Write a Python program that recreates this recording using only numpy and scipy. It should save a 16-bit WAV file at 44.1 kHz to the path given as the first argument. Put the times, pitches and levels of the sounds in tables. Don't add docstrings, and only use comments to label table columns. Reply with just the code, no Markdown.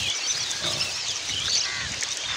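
import sys
import numpy as np
from scipy import signal
from scipy.fft import rfft, irfft
from scipy.io import wavfile
from scipy.ndimage import uniform_filter1d

SR = 44100
rng = np.random.default_rng(int(sys.argv[2]) if len(sys.argv) > 2 else 0)


def inscribe(sig):
    pcm = np.round(np.clip(np.atleast_2d(sig).T, -1, 1) * 32767)
    wavfile.write(sys.argv[1], SR, pcm.astype(np.int16))


def gain_from_decibels(decibels):
    exponent = np.asarray(decibels, float) / 20
    return 10 ** exponent


N = 104384


def evened(x):
    return x / np.sqrt(np.mean(x ** 2) + 1e-20)


def chance(count):
    return rng.standard_normal(SR * (count // SR + 1))[:count]


def drift(count, size):
    once = uniform_filter1d(chance(count + size), size)
    return evened(uniform_filter1d(once, size))[:count]


def read(points, hz):
    f, value = np.transpose(points)
    return np.interp(np.log(hz + 1), np.log(f + 1), value)


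def colour(x, points):
    hz = np.fft.rfftfreq(len(x), 1 / SR)
    return irfft(rfft(x) * gain_from_decibels(read(points, hz)), len(x))


def resonate(x, hz, width):
    turn = np.exp(2j * np.pi * np.cumsum(hz * np.ones(len(x))) / SR)
    r = np.exp(-np.pi * width / SR)
    return 2 * (turn * signal.lfilter([1 - r], [1, -r], x / turn)).real


def follow(rows):
    s, *columns = np.transpose(rows)
    t = np.arange(s[0], s[-1], 1 / SR)
    return [np.interp(t, s, c) for c in columns]


def level(rows):
    return gain_from_decibels(np.interp(np.arange(N) / SR, *np.transpose(rows)))


def add(mix, s, sound):
    part = mix[max(round(s * SR), 0):][:len(sound)]
    part += sound[:len(part)]


def throb(count, per_s):
    rate = per_s * (1 + .15 * drift(count, size=300))
    return .5 + .5 * np.cos(2 * np.pi * np.cumsum(rate) / SR)


def sing(hz, db, flutter_db=2):
    octave_db, soft_s = -44, 0.0034
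    a = 2 * np.pi * np.cumsum(hz) / SR
    n = np.arange(len(hz))
    ends = np.clip(np.minimum(n, n[::-1]) / (soft_s * SR), 0, 1)
    flutter = gain_from_decibels(flutter_db * drift(len(hz), size=130))
    wave = np.sin(a) + gain_from_decibels(octave_db) * np.sin(2 * a)
    return np.sqrt(2) * gain_from_decibels(db) * ends * flutter * wave


def fuzzy(hz, width, count):
    return evened(resonate(resonate(chance(count), hz, width), hz, width))


def chorus():
    # frequency in Hz, level in dB.
    chorus_spectrum = [(150, -41), (300, -10), (550, -8.5), (1330, -7.5), (3580, -1.5), (6520, -3),
                       (9000, -23.5), (13000, -53)]
    chorus_db, patchy_db = -32.5, 2.2
    frames, hz = N // 128 + 5, np.fft.rfftfreq(512, 1 / SR)
    a, b, patches = rng.standard_normal((frames, 257, 3)).T
    over_frequency = uniform_filter1d(patches, 5, 0)
    patches = evened(uniform_filter1d(over_frequency, 16, 1))
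    z = (a + 1j * b) * gain_from_decibels(read(chorus_spectrum, hz)[:, None] + patchy_db * patches)
    return gain_from_decibels(chorus_db) * evened(signal.istft(z, nperseg=512, noverlap=384)[1][:N])


def rumble():
    # time in seconds, level in dB.
    gusts = [(0, -39), (.11, -46.5), (.15, -71), (.3, -56), (.38, -46), (.5, -55), (.68, -48.5),
             (.87, -43.5), (1.02, -54.5), (1.1, -43.5), (1.19, -64.5), (1.29, -39.5), (1.53, -45),
             (1.68, -53.5), (1.84, -38), (1.98, -43.5), (2.2, -62), (2.3, -44.5)]
    # frequency in Hz, level in dB.
    low_spectrum = [(30, -35), (62, 2.5), (110, 4), (170, -5), (300, -11.5), (600, -59)]
    low = colour(rng.standard_normal(N), low_spectrum)
    return level(gusts) * evened(low * gain_from_decibels(2.6 * drift(N, size=500)))


def rustle():
    # time in seconds, level in dB.
    effort = [(0, -58), (.06, -56.5), (.12, -69), (.2, -62.5), (.33, -61), (.42, -65), (.52, -60),
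              (.62, -68.5), (.68, -54), (.96, -60), (1.02, -70), (1.1, -68), (1.35, -66.5), (1.41, -63),
              (1.6, -72), (2.37, -73)]
    # frequency in Hz, level in dB.
    litter_spectrum = [(300, -8), (1500, -6.5), (6500, -3), (9000, -8), (13300, -28.5), (14800, -17),
                       (15600, -18)]
    rustle_db, crackle_per_s, spread_db = 21.5, 3700, 3
    size = gain_from_decibels(spread_db * np.minimum(rng.exponential(1, N), 4)) * rng.standard_normal(N)
    crackle = size * (rng.random(N) < crackle_per_s / SR)
    grains = crackle + 0.61 * rng.standard_normal(N)
    clumped = grains * gain_from_decibels(3.66 * drift(N, size=700))
    return gain_from_decibels(rustle_db) * level(effort) * evened(colour(clumped, litter_spectrum))


def warble():
    length_s, centre_hz, swing_hz, warble_db = 0.13, 3240, 254, -28
    swings_per_s, top_s = 47.5, .085
    t = np.arange(0, length_s, 1 / SR)
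    swing = np.cos(2 * np.pi * swings_per_s * (t - top_s))
    grown = np.minimum(t / 0.14, 1)
    hz = centre_hz - 250 * (1 - grown) + swing_hz * swing
    out = np.zeros(N)
    add(out, 0, sing(hz, warble_db + 3 * swing - 4 * (1 - grown)))
    return out


def short_notes():
    # start in seconds, length in seconds, first pitch in Hz, last pitch in Hz, level in dB.
    straight_notes = [(0, 0.041, 5680, 4000, -37.5), (0, .055, 4170, 3840, -40.5),
                      (.06, 0.016, 4100, 4200, -38), (.14, .012, 3050, 3250, -31),
                      (.175, .02, 2530, 2860, -39), (.39, 0.045, 3250, 3420, -40),
                      (.625, .03, 3920, 4600, -37.5), (.645, 0.036, 2250, 2210, -40),
                      (.725, 0.038, 4280, 4250, -38.5), (.755, 0.017, 3550, 3740, -37),
                      (.82, 0.011, 4500, 4300, -30), (.845, 0.019, 4120, 3030, -39.5),
                      (.95, 0.069, 2600, 2577, -43.5), (1.345, .028, 3800, 4070, -40.5),
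                      (1.59, 0.012, 4010, 3900, -30), (1.633, .024, 4170, 5800, -31),
                      (1.64, 0.03, 3470, 3440, -37.5), (1.661, 0.016, 4020, 5100, -31.5),
                      (1.785, 0.014, 4360, 4470, -33), (1.845, .055, 1830, 1580, -42),
                      (1.845, 0.081, 4020, 3920, -44), (0, 0.082, 2820, 2384, -34),
                      (.1, 0.096, 2240, 2300, -41), (.2, 0.04, 2680, 2740, -36),
                      (.23, 0.04, 4400, 4600, -31), (.23, 0.048, 3300, 3100, -39.5),
                      (.245, 0.023, 4300, 3730, -45), (.52, 0.11, 1605, 1670, -45),
                      (.728, 0.016, 4900, 5540, -28.5), (.765, 0.075, 2610, 2745, -39),
                      (.81, 0.019, 3130, 2750, -33), (.85, 0.056, 2720, 2580, -37),
                      (.905, 0.016, 4030, 2900, -37), (1.305, 0.034, 2950, 2960, -35),
                      (1.335, 0.015, 3140, 2690, -31.5), (1.353, 0.045, 3170, 2920, -32),
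                      (1.4, 0.042, 2320, 2440, -39), (1.785, 0.055, 3540, 3540, -42.5),
                      (2.08, 0.053, 3470, 3790, -38.5), (2.19, 0.068, 3170, 3316, -38),
                      (2.255, 0.096, 3696, 3520, -35.5)]
    out = np.zeros(N)
    for s, length, from_hz, to_hz, db in straight_notes:
        u = np.arange(0, length, 1 / SR) / length
        add(out, s, sing(from_hz + (to_hz - from_hz) * u, db, flutter_db=4.5))
    return out


def hits():
    # start in seconds, peak level in dB.
    snaps = [(0.0312, -23.5), (0.6687, -30), (.7128, -29), (0.7992, -23), (0.867, -28), (1.294, -28),
             (1.5254, -29), (1.99, -28), (0.099, -17.5), (0.507, -19), (0.5134, -15.5), (1.0645, -25),
             (1.0824, -20), (1.4004, -23), (1.919, -20), (1.942, -22), (2.0081, -16), (2.019, -16.5),
             (2.0335, -11.5), (2.0867, -22), (2.1161, -24), (2.171, -15.5)]
    # start in seconds, peak level in dB, ring pitch in Hz.
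    knocks = [
        (0.373, -25.5, 1670),
        (0.6395, -25, 1500),
        (0.6551, -28, 1170),
        (0.8138, -29.5, 1210),
        (1.291, -23, 2130),
        (1.4792, -21, 1540),
        (1.8028, -25, 2130),
        (1.937, -24.5, 2090),
        (2.025, -18, 1990),
        (2.2364, -24, 2360),
    ]
    # start s, peak dB, ring Hz, width Hz, 60 dB decay s
    rows = [(s, db, 6280, 2300, 0.011) for s, db in snaps]
    rows += [(s, db, hz, 0.41 * hz, 0.038) for s, db, hz in knocks]
    out, t = np.zeros(N), np.arange(2000) / SR
    for s, db, hz, width, t60 in rows:
        ring = rng.standard_normal(len(t)) * gain_from_decibels(-60 * t / t60) * np.minimum(t / 0.0016, 1)
        for _ in range(3):
            ring = resonate(ring, hz, width)
        add(out, s, gain_from_decibels(db) * ring / abs(ring).max())
    return out


def hooked_notes():
    # start in seconds, length in seconds, top pitch in Hz, level in dB, fall time in seconds.
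    hooks = [
        (.148, .051, 6120, -31, .012),
        (.27, .056, 6090, -27, .0035),
        (.4, .045, 6150, -29, .013),
    ]
    rise_s, dip_hz, fall_hz = .004, 1600, 2500
    out = np.zeros(N)
    for s, length, top_hz, db, fall_s in hooks:
        t = np.arange(0, length, 1 / SR)
        rise = np.exp(-t / rise_s)
        fall = np.exp((t - length) / fall_s)
        add(out, s, sing(top_hz - dip_hz * rise - fall_hz * fall, db - 6 * fall))
    return out


def blurs():
    # start in seconds, length in seconds, centre in Hz, width in Hz, level in dB.
    hoarse_calls = [(0.201, 0.024, 4150, 1200, -35), (0.292, 0.034, 3650, 500, -30.5),
                    (0.313, 0.03, 5340, 1500, -32), (0.334, 0.032, 4200, 700, -29.5),
                    (0.546, 0.052, 4600, 1500, -36), (0.653, 0.067, 6700, 500, -39.5),
                    (.69, .03, 5100, 500, -33), (0.948, 0.024, 4100, 690, -36),
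                    (1.061, 0.068, 6380, 500, -34.5), (1.099, 0.029, 5000, 900, -31.5),
                    (1.148, 0.04, 5800, 700, -32.5), (1.266, 0.057, 5880, 500, -32.5),
                    (1.28, 0.06, 3700, 900, -32.5), (1.446, 0.034, 5460, 600, -34),
                    (1.478, 0.039, 6140, 600, -29), (1.505, .085, 3540, 600, -32.5),
                    (1.547, 0.05, 6000, 500, -30.5), (1.548, 0.046, 2460, 700, -34.5),
                    (2.024, 0.048, 3400, 700, -34), (2.1, 0.041, 5800, 900, -29.5)]
    out = np.zeros(N)
    for s, length, hz, width, db in hoarse_calls:
        count = round(length * SR)
        swell = np.sqrt(np.hanning(count))
        beats = 0.33 + throb(count, per_s=110)
        add(out, s, 1.18 * gain_from_decibels(db) * swell * beats * fuzzy(hz, width, count))
    return out


def whistles():
    # time in seconds, pitch in Hz, level in dB.
    falling = [(.35, 4300, -36), (.372, 5120, -32), (.4, 4650, -34), (.45, 3900, -36), (.51, 3550, -33),
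               (.54, 3450, -38)]
    # time in seconds, pitch in Hz, level in dB.
    climbing = [(.78, 4000, -47), (.812, 5280, -24), (0.838, 5400, -31)]
    # time in seconds, pitch in Hz, level in dB.
    arched = [(.91, 4600, -36), (.955, 5330, -33), (.985, 5680, -36), (1.02, 5150, -35), (1.06, 4250, -37),
              (1.1, 3420, -30), (1.135, 2950, -40)]
    out = np.zeros(N)
    for rows in (falling, climbing, arched):
        add(out, rows[0][0], sing(*follow(rows)))
    return out


def grunt():
    # time in seconds, pulse rate in Hz, level in dB.
    pulse_curve = [
        (0.602, 50, -43.5),
        (0.658, 61.88, -33.5),
        (0.728, 58.34, -36.5),
        (0.803, 54.1, -40),
        (0.872, 49.4, -53),
    ]
    # frequency in Hz, width in Hz, level in dB.
    snout = [(138, 102, -1), (335, 73, -4), (582, 172, 0), (1140, 79, -3.5)]
    arch, rough = .12, .45
    hz, db = follow(pulse_curve)
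    turns = np.cumsum(hz * (1 + 0.2012 * drift(len(hz), size=500))) / SR
    pulses = np.diff(np.floor(turns), prepend=0)
    puffs = np.exp(-(turns % 1) / 0.48) * chance(len(hz))
    drive = (1 - rough) * evened(pulses) + rough * evened(puffs)
    opening = 1 + arch * (gain_from_decibels(db - db.max()) - .6)
    voice = np.zeros(len(hz))
    for f, width, gain_db in snout:
        ring = resonate(resonate(drive, f * opening, width), f * opening, width)
        voice += gain_from_decibels(gain_db) * evened(ring)
    out = np.zeros(N)
    add(out, pulse_curve[0][0], gain_from_decibels(db) * evened(voice))
    return out


def hoarse_cries():
    # time in seconds, pitch in Hz, level in dB.
    rattle = [(.62, 3500, -40), (.655, 3650, -33), (.685, 3720, -30), (.705, 3800, -34), (.725, 3050, -35),
              (.75, 3100, -40)]
    # time in seconds, pitch in Hz, level in dB.
    screech = [(1.39, 3050, -40), (1.44, 3450, -35), (1.475, 3650, -30), (1.5, 4400, -30),
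               (1.54, 4620, -26), (1.572, 4450, -27), (1.585, 4350, -36)]
    out = np.zeros(N)
    for rows, beats_per_s in ((rattle, 125), (screech, 200)):
        hz, db = follow(rows)
        fuzz = fuzzy(hz, 480, len(hz))
        beats = 0.71 + 1.09 * throb(len(hz), beats_per_s) ** 2
        add(out, rows[0][0], beats * (.5 * sing(hz, db) + gain_from_decibels(db) * fuzz))
    return out


def chirps():
    # start in seconds, length in seconds, first pitch in Hz, last pitch in Hz, level in dB.
    swept_chirps = [
        (.825, 0.022, 3300, 4300, -34),
        (1.528, 0.0176, 6070, 7130, -27.5),
        (1.55, 0.014, 4300, 6940, -22.5),
        (1.574, 0.025, 4360, 6600, -22),
        (1.603, 0.022, 3690, 6140, -22),
        (1.606, .06, 3600, 2490, -35.5),
        (1.678, 0.038, 4090, 3480, -34),
    ]
    bend, fade_db = .4, -7
    out = np.zeros(N)
    for s, length, from_hz, to_hz, db in swept_chirps:
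        u = np.arange(0, length, 1 / SR) / length
        add(out, s, sing(from_hz + (to_hz - from_hz) * u ** bend, db + fade_db * u))
    return out


def crow():
    # start in seconds, length in seconds, pitch in Hz, level in dB, roughness from 0 to 1.
    caws = [
        (1.645, .225, 231, -33.5, .02),
        (2.28, .16, 214, -35, .22),
    ]
    # harmonic number, level in dB.
    harmonics = [(5, -9), (7, -4), (9, 0), (11, -14)]
    rasp_per_s, rasp_depth, sag, shake = 120, .7, .1, .1
    out = np.zeros(N)
    for s, length, hz, db, rough in caws:
        u = np.arange(0, length, 1 / SR) / length
        rasp = throb(len(u), rasp_per_s)
        shape = .96 + 0.035 * np.sin(np.pi * u ** 0.625) - sag * u ** 6 + shake * (rasp - .5)
        a = 2 * np.pi * np.cumsum(hz * (shape + rough * drift(len(u), size=60))) / SR
        voice = sum(gain_from_decibels(d) * np.sin(round(k) * a) for k, d in harmonics)
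        ends = np.minimum(20 * u, 1) * (1 - u ** 10)
        add(out, s, gain_from_decibels(db) * ends * evened(voice * (1 - rasp_depth * rasp)))
    return out


def scattered(x):
    echo_db, echo_t60 = -10.5, 0.16
    t = np.arange(SR // 4) / SR
    tail = rng.standard_normal(len(t)) * gain_from_decibels(-60 * t / echo_t60) * (t > .004)
    return x + gain_from_decibels(echo_db) * signal.fftconvolve(x, tail / np.linalg.norm(tail))[:N]


def scene():
    near_birds = warble() + short_notes() + hooked_notes() + whistles() + hoarse_cries() + chirps()
    heap = rustle() + hits()
    return (scattered(near_birds) + blurs() + chorus() + rumble() + heap + grunt() + crow())[None]


def roll_off(x):
    return signal.sosfilt(signal.butter(12, 16550, fs=SR, output="sos"), x)


def record(dry):
    low_edge_hz, top_edge_hz = 55, 15650
    hz = np.fft.rfftfreq(N, 1 / SR)
    bass = hz ** 2 / np.hypot(hz ** 2, low_edge_hz ** 2)
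    finished = irfft(rfft(dry) * (hz < top_edge_hz) * bass, N)
    return roll_off(finished)


dry = scene()
out = record(dry)
inscribe(out)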